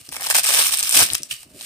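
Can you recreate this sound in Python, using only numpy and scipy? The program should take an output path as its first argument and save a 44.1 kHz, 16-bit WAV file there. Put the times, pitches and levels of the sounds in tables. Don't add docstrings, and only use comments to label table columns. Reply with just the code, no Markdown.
import sys
import numpy as np
from scipy import signal
from scipy.fft import rfft, irfft, next_fast_len
from scipy.io import wavfile
from scipy.ndimage import map_coordinates

SR = 44100
rng = np.random.default_rng(int(sys.argv[2]) if len(sys.argv) > 2 else 0)


def pcm_store(signal):
    levels = np.round(np.clip(np.atleast_2d(signal), -1, 1) * 32767)
    wavfile.write(sys.argv[1], SR, levels.astype(np.int16).T)


def volts_from_decibels(level):
    exponent = np.asarray(level, float) / 20
    return 10 ** exponent


N = 72765

LAG_S, LAG_SPREAD_S = 0.00015, 0.00009
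UNALIKE, BACKING_UNALIKE = 0.52, 0.079


def unit(x):
    return x / np.sqrt(np.mean(x ** 2) + 1e-20)


def along(points, hz):
    f, v = np.transpose(points)
    return np.interp(np.log(hz + 1), np.log(f + 1), v)


def curve(rows, column=1):
    rows = np.array(rows)
    return np.interp(np.arange(N) / SR, rows[:, 0], rows[:, column], left=-120, right=-120)


def wobble(rate):
    knots = rng.standard_normal(1000)
    return map_coordinates(knots, [np.clip(np.arange(N) * rate / SR, 0, 998)])


def coloured(x, spectrum):
    m = 2 * next_fast_len(N // 2 + 4096)
    hz = np.fft.rfftfreq(m, 1 / SR)
    low_cut = np.clip(hz / spectrum[0][0], 0, 1) ** 4
    gain = volts_from_decibels(along(spectrum, hz)) * low_cut
    cepstrum = irfft(np.log(unit(gain) + 1e-5), m)
    cepstrum[1:m // 2] *= 2
    cepstrum[m // 2 + 1:] = 0
    response = np.exp(rfft(cepstrum))
    return irfft(rfft(x, m) * response, m)[..., :N]


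def scatter(s, shapes, pan_db, lag):
    out = []
    for side, start in enumerate((s, s + LAG_S + LAG_SPREAD_S * lag)):
        at = np.round(start * SR).astype(int)[:, None] + np.arange(shapes.shape[-1])
        grains = shapes[side] * volts_from_decibels((-1.0 - side) * pan_db)[:, None]
        out.append(np.bincount(np.clip(at, 0, N).ravel(), grains.ravel(), N + 1)[:N])
    return np.array(out)


def bursts(count, size, t60, unalike):
    shared, left, right = np.moveaxis(rng.standard_normal((count, 3, size)), 1, 0)
    own_share = np.clip(unalike, 0, 1)
    noise = np.sqrt(1 - own_share) * shared + np.sqrt(own_share) * np.array([left, right])
    return noise * volts_from_decibels(-60 * np.arange(size) / SR / t60)


# (time [s], hook level [dB], backing level over hooks [dB])
PEELING = [(0.08, -56, -21), (0.092, -43, -27), (0.106, -68, -35), (0.122, -27.5, -24), (0.156, -35.5, -14),
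           (0.168, -24.5, -8), (0.178, -33, -35), (0.2, -37.5, -2.5), (0.212, -21, -6.5), (0.246, -26, -25),
           (0.27, -22.5, -16), (0.284, -33.5, -30), (0.31, -13.5, -10), (0.338, -30.5, -44),
           (0.348, -9.5, -9), (0.376, -18.5, -19.5), (0.386, -8.5, -13), (0.422, -44.5, -39),
           (0.434, -22.5, -20), (0.46, -20.5, -13.5), (0.468, -14.5, -16.5), (0.478, -22.5, -46),
           (0.49, -14.5, -13.5), (0.512, -17.5, -14.5), (0.608, -12.5, -16.5), (0.644, -19, -27),
           (0.658, -13.5, -15.5), (0.67, -17, -38), (0.688, -20, -32), (0.704, -25.5, -19),
           (0.738, -14, -21), (0.762, -27.5, -26), (0.8, -18, -41), (0.822, -35, -2), (0.828, -19, -31),
           (0.886, -25, -26), (0.896, -20.5, -19), (0.904, -22, -32), (0.908, -24, -21), (0.972, -9.5, -22),
           (0.978, -11.5, -22), (1.022, -6.5, -10), (1.044, -18.5, -44), (1.08, -31, -15),
           (1.12, -29.5, -10), (1.134, -24.5, -19), (1.14, -36, -5), (1.152, -15, -28), (1.168, -68, -6),
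           (1.186, -49, -10), (1.19, -49, -12)]
# (frequency [Hz], density [dB per Hz])
CRACKLE_COLOUR = [(710, -41), (1200, -16), (1310, -15), (1410, -18.5), (1570, -17.5), (1990, -17),
                  (2380, -8), (3150, -8), (4070, -7.5), (4730, -8.5), (5100, -4), (6740, -9), (9010, 1),
                  (10800, -12.5), (11800, -8), (13700, -9), (15600, -11.5)]
# (frequency [Hz], density [dB per Hz])
BACKING_COLOUR = [(180, -60), (300, -17.5), (402, -9.5), (685, 2), (1270, -2), (1420, -3), (1690, 2.5),
                  (2000, 1), (2600, -4), (4400, -120)]
CANDIDATES_PER_S, DENSER = 4400, 0.65
HOOK_T60_S, HOOK_HZ, HOOK_OCTAVES = 0.0038, 5000, 1.1
RING_Q, RING_DB = 3.5, 1.5
SIZE_SPREAD_DB, PAN_SPREAD_DB = 3.8, 0.5
CLUMP_DB, CLUMPS_PER_S = 1.2, 150


def hooks():
    count, level = round(CANDIDATES_PER_S * N / SR), curve(PEELING)
    s = rng.uniform(0, (N - 1) / SR, count)
    chance = rng.uniform(0, 1, count)
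    size, pitch, pan, lag = rng.standard_normal((4, count))
    density = volts_from_decibels(DENSER * (level - level.max()))
    share = np.clip(density[(s * SR).astype(int)], 0.15, 1)
    t = np.arange(256) / SR
    hz = np.clip(HOOK_HZ * 2 ** (HOOK_OCTAVES * pitch), 400, 16000)[:, None]
    ring = volts_from_decibels(RING_DB) * np.sin(2 * np.pi * hz * t) * np.exp(-np.pi * hz * t / RING_Q)
    freed = (chance < share) / np.sqrt(share)
    gain = (volts_from_decibels(SIZE_SPREAD_DB * np.clip(size, -2, 2)) * freed)[:, None]
    clumps = volts_from_decibels(CLUMP_DB * wobble(CLUMPS_PER_S))
    crack_grains = gain * (bursts(count, len(t), HOOK_T60_S, UNALIKE) + ring)
    jolt_grains = gain * bursts(count, len(t), HOOK_T60_S, BACKING_UNALIKE)
    cracks = unit(clumps * scatter(s, crack_grains, PAN_SPREAD_DB * pan, lag))
    jolts = unit(clumps * scatter(s, jolt_grains, 0 * pan, lag))
    backing_level = level + curve(PEELING, column=2)
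    return coloured(cracks * volts_from_decibels(level), CRACKLE_COLOUR) + coloured(jolts * volts_from_decibels(backing_level), BACKING_COLOUR)


# (time [s], crack peak level [dB], centre frequency [Hz], backing jolt level [dB])
SINGLE_SNAPS = [(0.0901, -18, 6000, -41.5), (0.1242, -19, 9560, -24), (0.1454, -31, 8800, -27.5),
                (0.166, -32, 9360, -24), (0.1794, -24.5, 9420, -35), (0.2114, -25, 9600, -38),
                (0.2204, -17, 8820, -25), (0.261, -14, 9400, -27), (0.2674, -7.5, 3570, -18),
                (0.2724, -26, 8870, -32), (0.2884, -15, 8060, -34), (0.3015, -4, 8880, -21),
                (0.3124, -11, 9110, -33), (0.3254, -9, 8850, -23), (0.3461, -12, 9080, -22),
                (0.3521, 1.5, 9300, -29), (0.3588, -3, 9200, -35), (0.3652, 0.5, 9400, -23),
                (0.3774, -4, 9200, -30), (0.3844, -8, 7650, -21), (0.3994, -5.5, 8750, -27),
                (0.4342, -4, 9400, -45), (0.4444, -5, 9050, -37), (0.4673, -6, 8900, -47),
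                (0.4893, -3, 8970, -20), (0.5523, -6, 9360, -32), (0.5611, -5, 8500, -21),
                (0.5914, -1.5, 9200, -17.5), (0.6543, -28, 8900, -45), (0.6684, -5, 9130, -43),
                (0.6794, -8, 8940, -38), (0.7726, -6, 9040, -36), (0.7913, -6, 9200, -37),
                (0.7973, -9, 8940, -39), (0.8088, -8, 9000, -28.5), (0.8282, 0, 6740, -37),
                (0.835, -7, 9580, -34), (0.8939, -2, 9000, -42.5), (0.9111, -4, 9200, -44),
                (0.9257, 2.5, 9200, -41), (0.9338, -9, 8900, -38), (0.9532, 4.5, 9150, -32),
                (0.9689, 4, 9650, -21), (1.0374, 0, 9200, -37), (1.1019, -4, 3130, -42),
                (1.1244, -16, 9610, -35), (1.1338, -3, 8400, -36), (1.1464, -5, 5700, -33),
                (1.1514, -27, 8140, -44), (1.181, -15.5, 8200, -49), (1.2207, -22.5, 6310, -63),
                (1.2322, -11, 6600, -62), (1.2963, -32, 8660, -55), (1.4311, -24, 8960, -40.5),
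                (1.504, -41, 9300, -55), (1.6103, -14, 4020, -40)]
SNAP_T60_S, SNAP_Q, SNAP_BROAD_DB = 0.008, 1.1, -16
SNAP_PAN_DB = 2


def snaps():
    s, db, hz, jolt_db = np.transpose(SINGLE_SNAPS)
    size, still = 900, np.zeros(len(s))
    f, centre = np.fft.rfftfreq(size, 1 / SR), hz[:, None]
    damping = 1j * f * centre / SNAP_Q
    resonance = (damping / (centre * centre - f * f + damping)) ** 2 + volts_from_decibels(SNAP_BROAD_DB)
    cracks = irfft(rfft(bursts(len(s), size, SNAP_T60_S, UNALIKE)) * resonance, size)
    peak = np.abs(cracks).max(axis=(0, 2))[:, None]
    cracks = cracks / peak * volts_from_decibels(db)[:, None]
    jolts = bursts(len(s), size, SNAP_T60_S, BACKING_UNALIKE) * volts_from_decibels(jolt_db)[:, None]
    cracks = scatter(s, cracks, still + SNAP_PAN_DB, still)
    jolts = scatter(s, jolts, still, still)
    return coloured(cracks, CRACKLE_COLOUR) + coloured(jolts, BACKING_COLOUR)


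# (time [s], level [dB])
RUSTLING = [
    [(0.0, -45), (0.04, -48), (0.046, -45.5), (0.062, -43.5), (0.076, -42), (0.082, -59), (0.088, -57),
     (0.092, -40), (0.1, -49), (0.112, -50), (0.12, -50)],
    [(1.17, -55), (1.184, -38), (1.192, -55), (1.216, -52), (1.234, -43), (1.244, -54), (1.256, -41),
     (1.28, -57), (1.314, -26), (1.35, -40.5), (1.4, -45), (1.43, -42), (1.456, -59.5), (1.538, -53),
     (1.616, -36.5), (1.65, -32)],
]
# (frequency [Hz], density [dB per Hz])
CLOTH_COLOUR = [(260, -26), (450, -16.5), (579, -23), (672, -10), (987, -49), (1200, -3.5), (1370, -12.5),
                (2910, 2), (3180, -3), (5190, 0.5), (6020, -4.5), (9260, 5), (10900, -9.5), (13800, -3),
                (15600, -15)]


def cloth():
    level = sum(volts_from_decibels(curve(rows)) for rows in RUSTLING)
    grain = volts_from_decibels(2.5 * wobble(300) + wobble(40))
    hiss = unit(bursts(1, N, np.inf, UNALIKE)[:, 0] * grain)
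    return coloured(hiss * level, CLOTH_COLOUR)


# (time [s], level before the swell [dB], centre frequency [Hz])
SEAM_SCRAPES = [(1.306, -24.5, 2940), (1.309, -37, 2460), (1.321, -29, 2900)]
SEAM_S, SEAM_WIDTH_HZ = 0.013, 350


def seam():
    out, size = np.zeros((2, N)), round(SEAM_S * SR)
    for s, db, hz in SEAM_SCRAPES:
        b, a = signal.iirpeak(hz, hz / SEAM_WIDTH_HZ, SR)
        band = signal.lfilter(b, a, rng.standard_normal((2, SR // 10)))
        out[:, round(s * SR):][:, :size] += volts_from_decibels(db) * unit(band)[:, -size:] * np.hanning(size)
    return out


# (time [s], level [dB])
PADDING_THUDS = [(0.086, -37), (0.826, -49), (1.126, -47), (1.201, -36), (1.215, -56), (1.319, -49),
                 (1.462, -42), (1.551, -38), (1.561, -42)]
# (frequency [Hz], level in a thud [dB], t60 [s])
PADDING_MODES = [(145, -8, 0.1), (278, -2, .06), (335, -7.5, 0.053)]


def padding():
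    out, t = np.zeros(N + SR), np.arange(SR // 4) / SR
    onset = 1 - np.exp(-t / 0.0017)
    for s, db in PADDING_THUDS:
        ring = sum(volts_from_decibels(g - 60 * t / t60) * np.sin(2 * np.pi * hz * t) for hz, g, t60 in PADDING_MODES)
        out[round(s * SR):][:len(t)] += volts_from_decibels(db) * ring * onset
    return out[:N]


# (time [s], deep rumble level [dB], upper rumble level [dB])
HANDLING_LEVELS = [(0.0, -48, -55), (0.064, -72, -78), (0.086, -60, -59.5), (0.238, -59, -55.5),
                   (0.266, -67, -60), (0.334, -53, -61), (0.362, -56, -49.5), (0.444, -62, -60.5),
                   (0.602, -55.5, -47), (0.688, -61, -61.5), (0.73, -59, -51.5), (0.784, -72, -66),
                   (0.836, -55, -54), (0.868, -63, -57.5), (0.936, -62, -57), (0.96, -52, -34.5),
                   (1.024, -34.5, -39), (1.08, -68, -54.5), (1.134, -42, -47.5), (1.184, -67, -66),
                   (1.208, -67, -52), (1.276, -74, -60.5), (1.328, -49, -72), (1.368, -75, -74),
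                   (1.438, -67, -72), (1.466, -63, -60), (1.498, -69, -59.5), (1.562, -51, -50),
                   (1.598, -62, -55), (1.65, -57, -58)]
# (frequency [Hz], density [dB per Hz])
DEEP_COLOUR = [(21, -40), (35, -5), (59, 1), (124, 1), (170, -5), (220, -31), (370, -120)]
UPPER_COLOUR = [(100, -35.5), (170, -7), (280, -5), (365, -7), (444, -15), (650, -6.5), (840, -36),
                (1430, -120)]


def handling():
    deep = unit(coloured(bursts(1, N, np.inf, 0.1)[:, 0], DEEP_COLOUR)) * volts_from_decibels(curve(HANDLING_LEVELS))
    upper = unit(coloured(bursts(1, N, np.inf, 0.058)[:, 0], UPPER_COLOUR))
    upper = upper * volts_from_decibels(curve(HANDLING_LEVELS, column=2))
    return deep * volts_from_decibels([[0.8], [-0.8]]) + upper


# (frequency [Hz], t60 [s])
ROOM_DECAY = [(300, 0.13), (3000, 0.27), (12000, 0.13)]
ROOM_DB = -9.5


def room(x):
    hz, t, z = signal.stft(rng.standard_normal((2, SR // 2)), SR, nperseg=256)
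    decay = volts_from_decibels(-60 * t / along(ROOM_DECAY, hz)[:, None])
    tail = signal.istft(z * decay, SR, nperseg=256)[1]
    tail = tail / np.linalg.norm(tail[0])
    return volts_from_decibels(ROOM_DB) * signal.fftconvolve(x, tail, axes=1)[:, :N]


# (frequency [Hz], density [dB per Hz])
FLOOR_COLOUR = [(24, -41), (40, 4), (287, -4), (951, -3), (3230, -13), (4360, -44), (12100, -11),
                (14400, -35), (15600, -28)]
FLOOR_DB = -62


def air():
    return volts_from_decibels(FLOOR_DB) * coloured(rng.standard_normal((2, N)), FLOOR_COLOUR)


def scene():
    belt = hooks() + snaps() + cloth() + seam()
    return belt + room(belt) + padding() + handling() + air()


def top_cut(x):
    return signal.sosfilt(signal.butter(12, 15710, fs=SR, output="sos"), x)


LEFT_DB, KNEE, TOP_HZ = -0.14, 12, 15450


def record(dry):
    x = dry * volts_from_decibels([[LEFT_DB], [-LEFT_DB]])
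    x = x / (1 + np.abs(x) ** KNEE) ** (1 / KNEE)
    passed = np.fft.rfftfreq(N + 1, 1 / SR) < TOP_HZ
    mix = irfft(rfft(x, N + 1) * passed, N + 1)[:, :N]
    return top_cut(mix)


dry = scene()
out = record(dry)
pcm_store(out)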